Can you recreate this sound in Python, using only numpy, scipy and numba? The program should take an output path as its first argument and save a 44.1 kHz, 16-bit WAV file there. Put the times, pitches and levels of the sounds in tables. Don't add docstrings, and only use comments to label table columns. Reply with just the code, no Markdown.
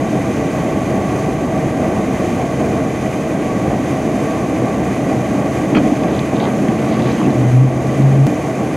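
import sys
import numpy as np
from scipy import signal
from scipy.fft import rfft, irfft
from scipy.io import wavfile
from scipy.ndimage import uniform_filter1d
from numba import njit

SR = 44100
rng = np.random.default_rng(int(sys.argv[2]) if len(sys.argv) > 2 else 0)


def unload_audio(sound):
    columns = np.transpose(np.atleast_2d(sound))
    steps = np.round(np.clip(columns, -1, 1) * 32767)
    wavfile.write(sys.argv[1], SR, steps.astype(np.int16))


def nominal_scale(level):
    x = np.asarray(level, float) / 20
    return 10 ** x


N = 386316
SCENE_CHANGE_S = 8.2687


def curve(table):
    s, *columns = np.transpose(table)
    return [np.interp(np.arange(N) / SR, s, c) for c in columns]


def along(points, hz):
    f, value = np.transpose(points)
    return np.interp(np.log(hz + 1), np.log(f), value)


def colour(x, db):
    hz = np.arange(N // 2 + 1) * SR / N
    return irfft(rfft(x) * nominal_scale(db(hz)), N)


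def unit(x):
    return x / np.sqrt(np.mean(x ** 2))


def noise(points):
    return unit(colour(rng.standard_normal(N), lambda hz: along(points, hz)))


def walk(rate):
    k = int(SR / rate)
    steps = np.repeat(rng.standard_normal(N // k + 1), k)
    slewed = uniform_filter1d(uniform_filter1d(steps, k), k)
    return unit(slewed[:N])


def tone(hz, wobble):
    return 2 * np.pi * np.cumsum(hz * (1 + wobble * walk(20))) / SR


def swells(rows):
    t = np.arange(N) / SR
    gain = np.zeros(N)
    for s, rise, fall, db in rows:
        spread = np.where(t < s, rise, fall)
        gain += nominal_scale(db) * np.exp(-.5 * ((t - s) / spread) ** 2)
    return gain


# (frequency [Hz], density [dB per Hz])
AIR_SPECTRUM = [(15, -75), (25, -46), (71, -11.5), (101, -6.5), (298, -1), (423, -10), (650, -9.5),
                (974, -19.5), (1140, -16), (1310, -26.5), (2020, -26), (4060, -40), (6410, -38),
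                (15600, -57.5)]
# (frequency [Hz], width [Hz], level [dB])
DUCT_RESONANCES = [(35, 15, -3), (53.6, 6.6, 0), (107, 14, -4), (80.5, 16, 2.5), (130.4, 27, 6),
                   (207.6, 42, 4), (230, 19.5, -3.5), (317, 116, 2), (453, 60, 4), (640.6, 54, 5.5),
                   (755.6, 61, 6), (965, 42, -3.5), (1131, 23, 5.5), (1350, 170, 0), (1594, 150, 4.5),
                   (1667, 32, -10.5), (1991, 142, 7.5), (1998, 36, -5), (2414, 245, 6.5), (3083, 61, 6),
                   (5340, 680, -4), (6430, 1000, 5.5), (7820, 230, -4), (8300, 580, 3), (11040, 1020, 9),
                   (14000, 1200, -2.5), (15300, 500, 5)]


def ducts_db(hz):
    resonances = sum(db / (1 + (2 * (hz - f) / w) ** 2) for f, w, db in DUCT_RESONANCES)
    return along(AIR_SPECTRUM, hz) + resonances


# (frequency [Hz], level [dB])
MOTOR_WHINES = [(3688, -59.5), (4059, -67)]


def blower():
    air_db, split_hz = -16, 1500
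    roar = rng.standard_normal(N) * nominal_scale(.4 * walk(7) + .9 * walk(22))
    jets = rng.standard_normal(N) * nominal_scale(0.53 * walk(12) + 0.56 * walk(60))
    low = colour(roar, lambda hz: -10 * np.log10(1 + (hz / split_hz) ** 4))
    high = colour(jets, lambda hz: -10 * np.log10(1 + (split_hz / (hz + 1)) ** 4))
    air = unit(colour(low + high, ducts_db)) * nominal_scale(air_db)
    whines = sum(np.sqrt(2) * nominal_scale(db) * np.sin(tone(hz, 0.00209)) for hz, db in MOTOR_WHINES)
    return air + whines


# (frequency [Hz], density [dB per Hz])
SCRAPE_SPECTRUM = [(900, -11), (1500, 1), (2400, 3), (3500, -7), (4800, -11), (5800, -22), (8000, -40),
                   (12000, -70)]
# (frequency [Hz], density [dB per Hz])
RUMBLE_SPECTRUM = [(80, -47), (140, 0), (220, 4.5), (300, 5), (420, -7.5), (700, -13), (1200, -50),
                   (5000, -100)]
# (start [s], end [s], rubber drag at full speed [dB])
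WIPER_SWEEPS = [
    (5.72, 6.45, -44),
    (6.6, 7.42, -38.5),
]
# (time [s], rise [s], fall [s], rumble level [dB])
LINKAGE_STRAINS = [
    (5.78, 0.054, 0.1, -15.5),
    (6.2, .06, 0.076, -22.5),
    (6.4, 0.04, 0.078, -23),
    (6.62, .06, 0.087, -19.5),
    (7.08, 0.072, .06, -20),
    (7.245, .04, 0.049, -14.5),
]


def wiper():
    t = np.arange(N) / SR
    drag = np.zeros(N)
    for start, end, db in WIPER_SWEEPS:
        speed = np.abs(np.sin(np.pi * np.clip((t - start) / (end - start), 0, 1)))
        drag += nominal_scale(db) * speed ** 1.2
    rumble = noise(RUMBLE_SPECTRUM) * swells(LINKAGE_STRAINS)
    scrape = noise(SCRAPE_SPECTRUM) * drag * nominal_scale(3.7 * walk(150))
    hum_hz, hum_db, hum_start_s, hum_end_s, hum_edge_s = 221, -23.5, 6.75, 7.3, .08
    inside_s = np.minimum(t - hum_start_s, hum_end_s - t)
    pull = np.clip(inside_s / hum_edge_s + 1, 0, 1) ** 2
    hum = np.sqrt(2) * nominal_scale(hum_db) * pull * np.sin(tone(hum_hz, 0.0035))
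    return rumble + scrape + hum + strokes() + ticks() + thuds()


# (time [s], spread [s], level [dB])
RUBBER_SLIPS = [(5.8, 0.01, -45), (6.15, .03, -42), (6.365, 0.0098, -38), (6.415, .013, -41),
                (6.44, 0.026, -36.5), (6.93, .013, -41), (7.0, .04, -48), (7.059, .017, -38),
                (7.125, 0.012, -42), (7.315, .014, -47)]
# (time [s], spread [s], level [dB], centre [Hz])
ARM_SHAKES = [(5.765, 0.032, -20.5, 645), (5.768, 0.019, -26, 1610), (6.035, .004, -36, 2800),
              (6.404, .003, -27.5, 2100), (6.43, 0.037, -21.5, 634), (6.465, .02, -29, 1210),
              (6.69, .006, -29.5, 2000), (7.21, 0.017, -26, 900)]
# (frequency [Hz], width [octaves], level [dB])
FRAME_RINGS = [(1310, 0.18, 0), (2420, .1, 1), (3130, 0.12, -4), (4400, .14, -13), (5000, .5, -18)]
# (time [s], spread [s], level [dB], frequency [Hz])
PARKING_SQUEAKS = [
    (7.2, .025, -39, 3060),
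    (7.255, 0.019, -35.5, 2530),
]


def strokes():
    rubber_hz, rubber_octaves, arm_octaves, squeak_octaves = 3300, .45, 0.74, .13
    flip_s, flip_spread_s, flip_db = 5.768, .014, -26.5
    rows = [(*row, rubber_hz, rubber_octaves) for row in RUBBER_SLIPS]
    rows += [(*row, arm_octaves) for row in ARM_SHAKES]
    rows += [(flip_s, flip_spread_s, flip_db + db, hz, wide) for hz, wide, db in FRAME_RINGS]
    rows += [(*row, squeak_octaves) for row in PARKING_SQUEAKS]
    out, t = np.zeros(N), np.arange(-4000, 4000) / SR
    pitch = np.log2(np.arange(len(t) // 2 + 1) * SR / len(t) + 1)
    for s, spread, db, hz, octaves in rows:
        scatter_db = 6 * np.minimum(rng.exponential(size=len(t) // 32), 3.5)
        slips = rng.standard_normal(len(t)) * nominal_scale(scatter_db).repeat(32)
        swell = np.exp(-.5 * (t / spread) ** 2)
        band = np.exp(-((pitch - np.log2(hz)) / octaves) ** 2)
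        shake = irfft(rfft(slips) * band) * swell
        start = int(s * SR) - len(t) // 2
        out[start:][:len(t)] += nominal_scale(db) * unit(shake) * np.sqrt(np.mean(swell ** 2))
    return out


# (time [s], peak level [dB], ring [Hz])
ICE_TICKS = [(5.5474, -32, 3870), (5.7513, -18, 3230), (6.0337, -30, 3200), (6.1634, -28, 3560),
             (6.1927, -12.5, 3680), (6.3644, -30, 3780), (6.4024, -16, 3660), (6.4243, -23, 3740),
             (6.6832, -21, 3200), (6.7444, -33, 4010), (6.887, -26, 3300), (6.9252, -25, 4000),
             (6.942, -27, 4000), (7.061, -24, 3800), (7.022, -20, 3840), (7.0469, -27, 3730),
             (7.0744, -28, 3750), (7.1172, -21, 4120), (7.1344, -34, 3250), (7.2644, -30, 3200),
             (7.3048, -25, 3740), (7.3237, -34, 3710), (7.8696, -27, 4000), (8.0232, -26, 4000)]


def ticks():
    out, t = np.zeros(N), np.arange(400) / SR
    snap = np.exp(-t / 0.00063) * (1 - np.exp(-t / .0002))
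    for (s, db, hz), drop in zip(ICE_TICKS, rng.random(len(ICE_TICKS))):
        cycles = hz * t * (1.05 + 0.17 * drop) - 200 * hz * t ** 2 * np.exp(-t / 0.0017)
        out[int(s * SR):][:len(t)] += nominal_scale(db + 2) * np.sin(2 * np.pi * cycles) * snap
    return out


# (time [s], peak level [dB], ring [Hz])
LINKAGE_THUDS = [(5.7, -5, 316), (5.726, -5, 288), (5.756, -6, 211), (5.776, -1, 205), (5.789, -7, 269),
                 (5.815, -2, 265), (5.847, -3, 210), (5.92, 0, 270), (6.344, -7, 302), (6.472, -9, 400),
                 (6.687, -1.5, 218), (6.918, -6, 310), (7.13, -3.5, 296), (7.204, -6, 307),
                 (7.254, -5, 218), (7.269, -10, 334), (7.355, -5, 260), (7.999, -4, 227)]


def thuds():
    out, t = np.zeros(N), np.arange(2000) / SR
    blow = np.exp(-t / 0.0071) * (1 - np.exp(-t / 0.003))
    for s, db, hz in LINKAGE_THUDS:
        out[int(s * SR):][:len(t)] += nominal_scale(db + 3) * np.sin(2 * np.pi * hz * t) * blow
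    return out


# (time [s], rate [Hz])
FIRING_RATE = [(6.9, 127.4), (7.04, 127.3), (7.26, 138.1), (7.36, 126.2), (7.51, 123.5), (7.66, 133),
               (7.86, 129.7), (7.96, 134.7), (8.27, 136.7)]
# (time [s], rise [s], fall [s], level [dB])
ENGINE_SURGES = [
    (7.0, 0.032, 0.13, -19),
    (7.265, 0.014, 0.023, -17.5),
    (7.37, 0.022, 0.031, -15),
    (7.47, 0.042, 0.026, -12.5),
    (7.59, .055, .06, -4),
    (7.8, 0.12, 0.14, -19.5),
    (8.08, 0.065, 0.056, -8.5),
    (8.21, .04, 0.11, -7.5),
]


def engine():
    phase = tone(curve(FIRING_RATE)[0], .006)
    firing = nominal_scale(.8 * walk(45)) * np.sin(phase)
    overtone = nominal_scale(-18 + 3.5 * walk(25)) * np.sin(2 * phase + 1.2 * walk(30))
    cut = np.clip((SCENE_CHANGE_S - np.arange(N) / SR) / 0.0095, 0, 1)
    return np.sqrt(2) * (firing + overtone) * swells(ENGINE_SURGES) * cut


# (time [s], rise [s], fall [s], level [dB])
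SNOW_RUTS = [
    (5.77, .08, .08, -44),
    (7.6, .1, .07, -42),
]


def tyres():
    roll_db, slowing_db_per_s = -40.5, -1.4
    roll = nominal_scale(roll_db + slowing_db_per_s * np.arange(N) / SR) + swells(SNOW_RUTS)
    floor = noise([(15, -18), (30, -5), (55, 10), (90, -32), (200, -45)])
    return floor * roll * nominal_scale(2.0 * walk(2.55))


# (frequency [Hz], left minus right [dB])
PORT_TILT = [(60, 0.5), (500, -.5), (1500, -.5), (4000, -1), (6000, -1.7), (9500, -3), (11500, -2.5),
             (12500, -1), (13500, -.3)]
# (frequency [Hz], density [dB per Hz])
PORT_AIR = [(24, -51), (40, -33), (123, -12), (230, 0), (418, 0), (462, 1), (639, -7.5), (780, -14),
            (1110, -6), (1290, -16.5), (2280, -15), (3000, -24), (6350, -28.5), (11000, -36), (15600, -54)]


def scene():
    cabin = blower() + wiper()
    own = noise(PORT_AIR) * nominal_scale(-42)
    left = colour(cabin, lambda hz: along(PORT_TILT, hz) / 2)
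    right = colour(cabin, lambda hz: -along(PORT_TILT, hz) / 2)
    ports = np.array([left + own, right - own])
    return ports + engine() * nominal_scale([[.25], [-.25]]) + tyres()


@njit
def follow(x, attack, release):
    e, out = .15, np.empty(len(x))
    for i in range(len(x)):
        e += (x[i] - e) * (attack if x[i] > e else release)
        out[i] = e
    return out


def top_cut(x):
    return signal.sosfilt(signal.butter(12, 15750, fs=SR, output="sos"), x)


def record(dry):
    before = SCENE_CHANGE_S - np.arange(N) / SR
    power = uniform_filter1d(np.mean(dry ** 2, axis=0), size=2000)
    attack_s, release_s = 0.035, .25
    envelope = follow(np.sqrt(power), 1 / (attack_s * SR), 1 / (release_s * SR))
    duck = np.minimum(nominal_scale(-10.0) / envelope, 1) ** 0.48
    held = dry * np.where(before > 0, duck, nominal_scale(-0.74))
    jump = .39 * np.exp(-np.abs(before) / .003) * np.cos(2 * np.pi * 200 * before) * (before > 0)
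    limited = np.tanh(.8 * (held + jump)) / 0.78
    top = signal.ellip(8, .2, 60, 15750, fs=SR, output="sos")
    mix = signal.sosfilt(top, limited)
    return top_cut(mix)


dry = scene()
out = record(dry)
unload_audio(out)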